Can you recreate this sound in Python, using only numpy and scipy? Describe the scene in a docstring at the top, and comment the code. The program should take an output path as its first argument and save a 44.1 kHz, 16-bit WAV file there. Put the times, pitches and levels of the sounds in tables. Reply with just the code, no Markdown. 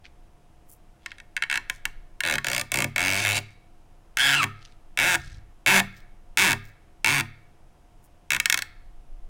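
"""A thin cane strand is pulled through a woven chair seat, close up in a quiet workshop.
It sticks and slips: single snaps at first, then rasping pulls, one of which breaks into a squeal.
Every slip cracks, rings the strand and drums the taut weave, and the slip rate follows the hand's speed.
The loose end swishes between pulls. Underneath sit soft air, a deep rumble and a faint lamp buzz."""
import sys
import numpy as np
from scipy import signal
from scipy.fft import rfft, irfft, next_fast_len
from scipy.io import wavfile
from scipy.ndimage import uniform_filter1d, map_coordinates

SR = 44100
rng = np.random.default_rng(int(sys.argv[2]) if len(sys.argv) > 2 else 0)


def unload_audio(sound):
    """Save the sound as a 16-bit wav file, at the path given as the first command line argument."""
    columns = np.transpose(np.atleast_2d(sound))
    # keep every value between -1 and 1, then stretch to whole-number steps
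    steps = np.round(np.clip(columns, -1, 1) * 32767)
    wavfile.write(sys.argv[1], SR, steps.astype(np.int16))


N = 409688
TIME = np.arange(N) / SR

# tone colour of the room's air: freq_hz, gain_db
AIR_SPECTRUM = [(35, -28.5), (60, 0), (149, -7), (244, -13.5), (323, -13.5), (363, -16), (715, -16),
                (903, -17.5), (1090, -20.5), (1910, -27.5), (2840, -29), (4320, -36.5), (10300, -40.5),
                (16000, -46.5)]
# faint steady notes in the room: pitch_hz, level_db
HUM_TONES = [(328.4, -72.5), (710.6, -71)]
# swells of the deep rumble: time_s, relative_level_db
RUMBLE_CURVE = [(0, -46.5), (1.42, -48.5), (1.92, -33), (2.15, -46), (2.75, -43), (3.5, -48.5),
                (5.17, -42.5), (8.57, -46), (8.85, -35.5), (9.29, -36)]
# tone colour of the lamp buzz: freq_hz, gain_db
LAMP_SPECTRUM = [(1200, -24.5), (2300, -4), (2850, 4.5), (3600, -5.5), (5200, 0), (8000, -3.5),
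                 (10300, -1.5), (12000, -12.5), (16000, -18)]
# decay of the wall reflections: freq_hz, t60_s
WALL_DECAY = [(100, 1), (600, 0.14), (2000, 0.23), (4000, 0.62), (8000, 0.1), (15000, 0.27)]
# taut strands that sing on after a pull: centre_hz, width_hz, gain_db
SYMPATHY_BANDS = [(1280, 62, 2), (1960, 480, -2)]
# the loose end and the hand brush or nudge the seat: peak_s, length_s, relative_level_db, centre_hz
SWISHES = [(0.058, 0.022, -48.5, 2560), (.72, 0.044, -50, 11300), (1.103, 0.1, -58.5, 2800),
           (1.74, 0.053, -55.5, 5950), (3.469, .11, -66.5, 5000), (4.652, .1, -56.5, 3570),
           (5.229, 0.098, -55.5, 4822), (5.303, .092, -52.5, 3999), (5.314, 0.21, -40.5, 51.6),
           (5.25, .15, -49.5, 105.5), (5.975, 0.065, -56, 4500), (6.665, 0.052, -56.5, 5477),
           (8.047, 0.025, -57.5, 10750), (8.366, 0.077, -46, 79.4)]
# the strand's sung note: time_s, pitch_hz, relative_fundamental_db, relative_octave_db
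SQUEAL_CURVE = [(4.172, 1413, -36, -46), (4.205, 1620, -25.5, -24), (4.245, 1660, -24, -23),
                (4.32, 1591, -27, -29.5), (4.35, 1438, -28, -25), (4.38, 1391, -35.5, -23.5),
                (4.405, 1307, -22.5, -23), (4.425, 1176, -27, -33), (4.445, 1075, -26.5, -33.5)]
# drum modes of the woven seat: pitch_hz, gain_db, t60_s
SEAT_MODES = [(71.5, -10, .3), (104.3, 0.5, 0.46), (139.5, -1, 0.37), (194.8, -5, 0.29), (228, -6, 0.29),
              (277, 2.5, 0.16), (336.4, 1.5, 0.15), (398.8, -5, 0.24)]
# modes of the neighbouring strands: pitch_hz, gain_db, t60_s
WEAVE_MODES = [(524, -6.5, 0.11), (600.7, -3.5, 0.089), (716.3, -3.5, 0.17), (798, -10, 0.15),
               (892, 2.5, 0.087), (979.6, -3.5, 0.14), (1071.5, -2, 0.12), (1199, 0, 0.093)]
# modes of the pulled strand: pitch_hz, gain_db, t60_s
STRAND_MODES = [(1427, -0.5, .03), (1664, 1, 0.022), (1825, -9.5, 0.066), (1900, -9, .03), (2222, 2, 0.024),
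                (2651, 3, 0.025), (3170, 0, 0.021), (3460, -3, 0.018), (3930, -5, 0.023),
                (4560, -16, 0.035)]
# tone colour of a slip's crack: freq_hz, gain_db
CRACK_SPECTRUM = [(200, -23), (1200, -31), (3000, 4.5), (5000, 0.5), (7000, 1.5), (9000, 0), (12000, -7.5),
                  (15000, -7), (17000, -15)]
# lone snaps, levels before the mix trims: start_s, ring_db, crack_db, favoured_strand_hz, drum_re_ring_db
SNAPS = [(1.0604, -31, -42, 1930, -29), (1.117, -37.5, -53, 1930, -41), (1.1832, -47, -56.5, 1930, -34.5),
         (1.2005, -42, -54, 1930, -34), (1.3657, -23, -37, 1930, -41), (1.375, -28.5, -48, 1880, -39),
         (1.423, -20, -37.5, 1870, -40.5), (1.4364, -24, -43, 1960, -39), (1.698, -23, -33, 1886, -27.5),
         (1.8534, -23, -32, 1930, -27.5), (2.2052, -22.5, -33.5, 1860, -36),
         (2.3823, -22.5, -37, 1865, -24), (4.43, -21, -32, 2033, -17), (4.44, -21.5, -32.5, 2100, -12.5),
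         (8.4, -19, -26, 2065, -34.5), (8.4569, -18, -24, 1980, -36), (8.4987, -18, -22, 1976, -36.5),
         (8.525, -19.5, -23, 1974, -30), (8.5429, -19.5, -26, 1940, -26.5),
         (8.5745, -26.5, -29.5, 1920, -23), (8.5894, -28.5, -32.5, 1920, -28),
         (8.6214, -27.5, -31.5, 1920, -33)]
# pulls, from slow creaks to fast rasps, levels before the mix trims:
#   start_s, end_s, mean_slips_per_s, run_up_s, speed_lost_share (negative: gained), closing_slide_share,
#   first_ring_db, last_ring_db, first_crack_db, last_crack_db, first_strand_hz, last_strand_hz,
#   weave_hz, drum_re_ring_db, rattle_share; strand and weave pitches pick the favoured modes
PULLS = [ (1.4988, 1.5743, 66, .001, .34, 0, -23.5, -25, -38, -37.5, 1920, 1870, 880, -27, 1),
         (2.2358, 2.3548, 76, .005, .34, 0, -26.5, -24.5, -38, -32.5, 1900, 1860, 573, -13.5, .95),
         (2.4449, 2.6127, 60, .01, .04, 0, -28.5, -29, -37, -31.5, 1900, 2065, 610, -11.5, 0.8),
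         (2.7187, 2.8433, 56, .017, .46, 0, -28, -27, -31.5, -34, 2210, 2140, 600, -7.5, 0.65),
         (2.961, 3.2428, 92, .016, -.15, .27, -22.5, -27.5, -34, -32.5, 2083, 2200, 660, -14, 0.6),
         (3.25, 3.388, 104, .001, 0, .5, -21.5, -28.5, -32.5, -30, 2080, 2350, 660, -14, 0.64),
         (4.171, 4.3486, 130, .016, .02, 0, -25, -20.5, -33, -30.5, 1860, 1730, 800, -22.5, .9),
         (4.354, 4.425, 140, .001, 0, .95, -29, -32.5, -36.5, -37.5, 1800, 2004, 830, -7.5, 0.72),
         (4.9744, 5.1553, 155, .059, .28, 0, -20.5, -21.5, -33, -29.5, 2140, 1720, 740, -16.5, 0.27),
         (5.6625, 5.8005, 181, .011, .06, 0, -18, -18, -28.5, -26, 2063, 1880, 770, -10.5, 0.41),
         (6.3733, 6.5309, 152, .015, .68, 0, -18, -21.5, -25, -29, 2170, 1900, 916, -13, 0.041),
         (7.0455, 7.2082, 123, .059, .5, 0, -19, -24.5, -29.5, -32, 2270, 1987, 951, -14, 0.35),
         (8.3052, 8.3645, 67, .001, .28, 0, -22.5, -24, -29.5, -33.5, 2151, 1944, 1015, -22, 0.46)]

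TOP_HZ = 16300
SLIP_S = .01  # slip levels refer to the energy stored over this time


def amp(db):
    """Decibels to gain."""
    return 10 ** (np.asarray(db) / 20)


def unit(x):
    """Scale to rms 1."""
    return x / np.sqrt(np.mean(x ** 2) + 1e-20)


def unit_energy(x):
    """Scale every row to energy 1."""
    return x / np.linalg.norm(x, axis=-1, keepdims=True)


def along(points, hz):
    """Read (freq_hz, value) points on a log frequency axis."""
    freqs, values = np.transpose(points)
    return np.interp(np.log(hz + 1), np.log(freqs + 1), values)


def automation(rows):
    """One curve across the scene for each column after time_s."""
    times, *columns = np.transpose(rows)
    return [np.interp(TIME, times, column) for column in columns]


def wobble(rate):
    """A smooth random curve, rate knots a second."""
    return map_coordinates(rng.standard_normal(int(N * rate / SR) + 4), [TIME * rate])


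def filtered(x, response):
    """Equalise x with a gain over frequency."""
    size = next_fast_len(N + SR // 2)
    return irfft(rfft(x, size) * response(np.fft.rfftfreq(size, 1 / SR)), size)[:N]


def sharpest_click(spectrum, size=1024):
    """The tightest (minimum-phase) impulse with this tone colour."""
    cepstrum = irfft(np.log(amp(along(spectrum, np.fft.rfftfreq(size, 1 / SR)))))
    cepstrum[1:size // 2] *= 2
    cepstrum[size // 2 + 1:] = 0
    return irfft(np.exp(rfft(cepstrum)))[:size // 8]


def place(times, shapes):
    """Lay one short waveform on the track at each start time."""
    index = np.round(times * SR).astype(int)[:, None] + np.arange(shapes.shape[1])
    return np.bincount(index.ravel(), shapes.ravel(), N)[:N]


def room_tone(air_db=-59.5, rumble_hz=26, rumble_trim_db=-5):
    """The bed: soft air noise, a faint wavering hum and a deep uneven rumble."""
    air = unit(filtered(rng.standard_normal(N), lambda hz: amp(along(AIR_SPECTRUM, hz))))
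    hum = sum(amp(db) * unit(np.sin(2 * np.pi * hz * TIME + .8 * wobble(35))) for hz, db in HUM_TONES)
    rumble = unit(filtered(rng.standard_normal(N), lambda hz: hz / (1 + (hz / rumble_hz) ** 6)))
    return amp(air_db) * air + hum + amp(automation(RUMBLE_CURVE)[0] + rumble_trim_db) * rumble


def lamp_buzz(level_db=-78, mains_hz=60, skew_s=.00005):
    """A lamp ticks each half cycle of the mains, slightly unevenly, smeared by the room."""
    half_cycle = np.arange(int(N / SR * 2 * mains_hz))
    times = half_cycle / (2 * mains_hz) + skew_s * (half_cycle % 2)
    ticks = place(times, (-1.) ** half_cycle[:, None] * rng.standard_normal(1024))
    return amp(level_db) * unit(filtered(ticks, lambda hz: amp(along(LAMP_SPECTRUM, hz))))


def workshop_reverb(x, near_db=-21, tail_db=-24, near_t60_s=.22):
    """The chair and bench answer at once, the walls with a faint tail."""
    hz, t, noise = signal.stft(rng.standard_normal(SR), SR, nperseg=256)
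    decay = amp(-60 * t / along(WALL_DECAY, hz)[:, None])
    tail = signal.istft(noise * decay, SR, nperseg=256)[1][:SR]
    near = rng.standard_normal(SR) * amp(-60 * TIME[:SR] / near_t60_s)
    response = amp(near_db) * unit_energy(near) + amp(tail_db) * unit_energy(tail)
    return signal.fftconvolve(x, np.pad(response, (SR // 200, 0)))[:N]  # 5 ms pre-delay


def sympathetic_strands(x, level_db=-29, t60_s=.6):
    """Other taut strands pick up the scrape and hold it in narrow bands."""
    def bands(f):
        return sum(amp(db) * np.exp(-.5 * ((f - hz) / width) ** 2) for hz, width, db in SYMPATHY_BANDS)
    ring = filtered(rng.standard_normal(N), bands)[:SR] * amp(-60 * TIME[:SR] / t60_s)
    return amp(level_db) * signal.fftconvolve(x, unit_energy(ring))[:N]


def swishes(log_width=.46, grain_db=7, trim_db=-1.5):
    """Light grainy brushing: the loose end ticks over the weave, the hand rubs it with a dull murmur."""
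    out = np.zeros(N)
    t = np.arange(-SR // 4, SR // 4) / SR
    freqs = np.fft.rfftfreq(len(t), 1 / SR) + 1
    grains = rng.standard_normal(N) * amp(grain_db * wobble(500))
    for peak_s, length_s, level_db, centre_hz in SWISHES:
        index = np.round((peak_s + t) * SR).astype(int)
        band = np.exp(-.5 * (np.log(freqs / centre_hz) / log_width) ** 2)
        brush = unit(irfft(rfft(grains[index]) * band, len(t)))
        swish = amp(level_db + trim_db) * brush * np.exp(-2 * (t / length_s) ** 2)
        out[index[index >= 0]] += swish[index >= 0]
    return out


def squeal(trim_db=2.5, roughness=.048, flutter_db=0.0, overtone_db=-15):
    """Sliding fast, the strand locks onto one rough note that lifts, then sinks as its free length grows."""
    hz, fundamental_db, octave_db = automation(SQUEAL_CURVE)
    phase = 2 * np.pi * np.cumsum(hz * (1 + roughness * wobble(600))) / SR
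    singing = (TIME > SQUEAL_CURVE[0][0]) & (TIME < SQUEAL_CURVE[-1][0])
    gate = uniform_filter1d(singing * 1., size=200)
    upper = np.sin(2 * phase) + amp(overtone_db) * (np.sin(3 * phase) + .5 * np.sin(6 * phase))
    note = amp(fundamental_db) * np.sin(phase) + amp(octave_db) * upper
    return gate * amp(trim_db + flutter_db * wobble(250)) * note


def seat_drum(pushes, attack_s=.007):
    """The taut seat rings on, and swells when the slip rate meets one of its modes."""
    t = TIME[:SR // 2]
    ring = sum((-1) ** k * amp(db - 60 * t / t60) * np.sin(2 * np.pi * hz * t)
               for k, (hz, db, t60) in enumerate(SEAT_MODES))
    return signal.fftconvolve(pushes, unit_energy(ring * (1 - np.exp(-t / attack_s))))[:N]


def strand_rings(modes, favoured_hz, size, focus_db, log_width, spread_db, detune, bend_power=.08):
    """One ring of energy 1 per slip; modes near that slip's favoured pitch are lifted."""
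    t = TIME[:size]
    draws = rng.standard_normal((len(favoured_hz), len(modes), 2))
    out = np.zeros((len(favoured_hz), size))
    # a shorter free length also bends all modes a little upward
    bend = (favoured_hz / np.median(favoured_hz))[:, None] ** bend_power
    for k, (hz, db, t60) in enumerate(modes):
        lift_db = focus_db * np.exp(-.5 * (np.log(hz / favoured_hz[:, None]) / log_width) ** 2)
        pitch_hz = hz * bend * (1 + detune * draws[:, k, :1])
        gain = amp(db + lift_db + spread_db * draws[:, k, 1:])
        out -= (-1) ** k * gain * np.sin(2 * np.pi * pitch_hz * t) * amp(-60 * t / t60)
    return unit_energy(out)


def cracks(times, rattle_share, hold_s=.0025, fresh_gain=.61, drift_per_s=14, size=512):
    """A sharp release, then a few milliseconds of echoes along the strand that change as it travels."""
    patterns = rng.standard_normal((int(N / SR * drift_per_s) + 3, size))
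    step, part = np.divmod(times * drift_per_s, 1)
    step, crossfade = step.astype(int), part[:, None] * np.pi / 2
    echoes = np.cos(crossfade) * patterns[step] + np.sin(crossfade) * patterns[step + 1]
    echoes += fresh_gain * rng.standard_normal(echoes.shape)
    echoes /= 1 + (TIME[:size] / hold_s) ** 3
    burst = np.sqrt(rattle_share)[:, None] * unit_energy(echoes)
    burst[:, 0] = -np.sqrt(1 - rattle_share)  # the release takes the rest of the energy
    return unit_energy(signal.fftconvolve(burst, sharpest_click(CRACK_SPECTRUM)[None], axes=1))


def softened(clicks, level_db, bright_db=-33, dulling=2.2):
    """Gentle slips let go more slowly, so their cracks are duller."""
    treble = np.minimum(np.fft.rfftfreq(clicks.shape[1], 1 / SR) / TOP_HZ, 1) ** 2
    tilt_db = np.clip(dulling * (level_db - bright_db), -20, 0)[:, None] * treble
    return unit_energy(irfft(rfft(clicks) * amp(tilt_db), clicks.shape[1]))


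def slip_times(start, end, rate, run_up_s, speed_lost, start_lag=.8):
    """The hand gathers speed, then mostly eases off; the strand lets go after every equal length drawn."""
    t = np.linspace(0, end - start, num=SR // 100)
    speed = (1 - start_lag * np.exp(-t / run_up_s)) * (1 - speed_lost * (t / t[-1]) ** 2)
    drawn = np.cumsum(speed) - speed[0]
    release_points = np.linspace(0, drawn[-1], round(rate * t[-1]) + 1)
    return start + np.interp(release_points, drawn, t)


def pull(row, jitter_s=.00006, scatter_db=1.0, fibres_per_s=600, let_go_s=.021, slack_db=7.5, tighten_s=.03):
    """One pull: main slips with small fibres catching between them, which take over if the strand slides."""
    start, end, rate, run_up_s, speed_lost, slide_share = row[:6]
    ring_db, crack_db, strand_hz = row[6:8], row[8:10], row[10:12]  # (first, last) pairs
    weave_hz, drum_db, rattle_share = row[12:]
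    length_s = end - start
    slips = slip_times(start, end, rate, run_up_s, speed_lost)
    fibres = rng.uniform(start, end, int(length_s * fibres_per_s))
    times = np.concatenate([slips + jitter_s * rng.standard_normal(len(slips)), fibres])
    sliding = np.clip((times - end + slide_share * length_s) / let_go_s, 0, 1)
    friction = np.interp(sliding, [0, 1], [.09, .85])  # fibres' share of the energy: ratcheting, sliding
    # each slip releases the energy stored since the one before
    gaps = np.diff(slips)
    slip_stored_s = np.r_[gaps[0], gaps] * (1 - friction[:len(slips)])
    stored_s = np.r_[slip_stored_s, friction[len(slips):] / fibres_per_s]
    share_db = 10 * np.log10(stored_s / SLIP_S) + scatter_db * rng.standard_normal(len(times))
    age_s = np.maximum(times - start, 0)
    glide = lambda first, last: first + (last - first) * (age_s / length_s) ** .7
    drum_db = drum_db - slack_db * np.exp(-age_s / tighten_s)  # less drum until the strand draws tight
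    return np.column_stack(np.broadcast_arrays(
        times, glide(*ring_db) + share_db, glide(*crack_db) + share_db,
        glide(*strand_hz), drum_db, weave_hz, rattle_share))


def cane_slips(ring_trim_db=-1.05, crack_trim_db=1.54, weave_trim_db=-4.0, seat_trim_db=2.0):
    """Every slip cracks and sounds through the strand, its neighbours and the seat."""
    snaps = [(*row, 960, 1) for row in SNAPS]  # lone snaps favour the weave at 960 Hz and rattle fully
    slips = np.vstack([snaps] + [pull(row) for row in PULLS])
    times, ring_db, crack_db, strand_hz, drum_db, weave_hz, rattle_share = slips.T
    strength = lambda db: amp(db)[:, None] * np.sqrt(SLIP_S * SR)
    strand = strength(ring_db + ring_trim_db) * strand_rings(
        STRAND_MODES, strand_hz, size=1400, focus_db=8.5, log_width=.15, spread_db=1.5, detune=.019)
    crack = strength(crack_db + crack_trim_db) * softened(cracks(times, rattle_share), crack_db)
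    # the neighbours sit between strand and seat, so they take half the drum's level offset
    weave = strength(ring_db + drum_db / 2 + weave_trim_db) * strand_rings(
        WEAVE_MODES, weave_hz, size=2400, focus_db=10.0, log_width=.19, spread_db=5.0, detune=.018)
    seat = seat_drum(place(times, strength(ring_db + drum_db + seat_trim_db)))
    return place(times, strand) + place(times, crack) + place(times, weave) + seat


def scene():
    """The mono mix: cane work up front, its resonances and the room behind."""
    work = cane_slips() + squeal() + swishes()
    return (work + sympathetic_strands(work) + workshop_reverb(work) + room_tone() + lamp_buzz())[None]


def record(dry):
    """Clip at full scale and roll off steeply at the top of the band."""
    high_cut = lambda hz: np.clip((TOP_HZ - hz) / 700 + .5, 0, 1) ** 2
    return filtered(np.clip(dry[0], -1, 1), high_cut)[None]


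dry = scene()
out = record(dry)
unload_audio(out)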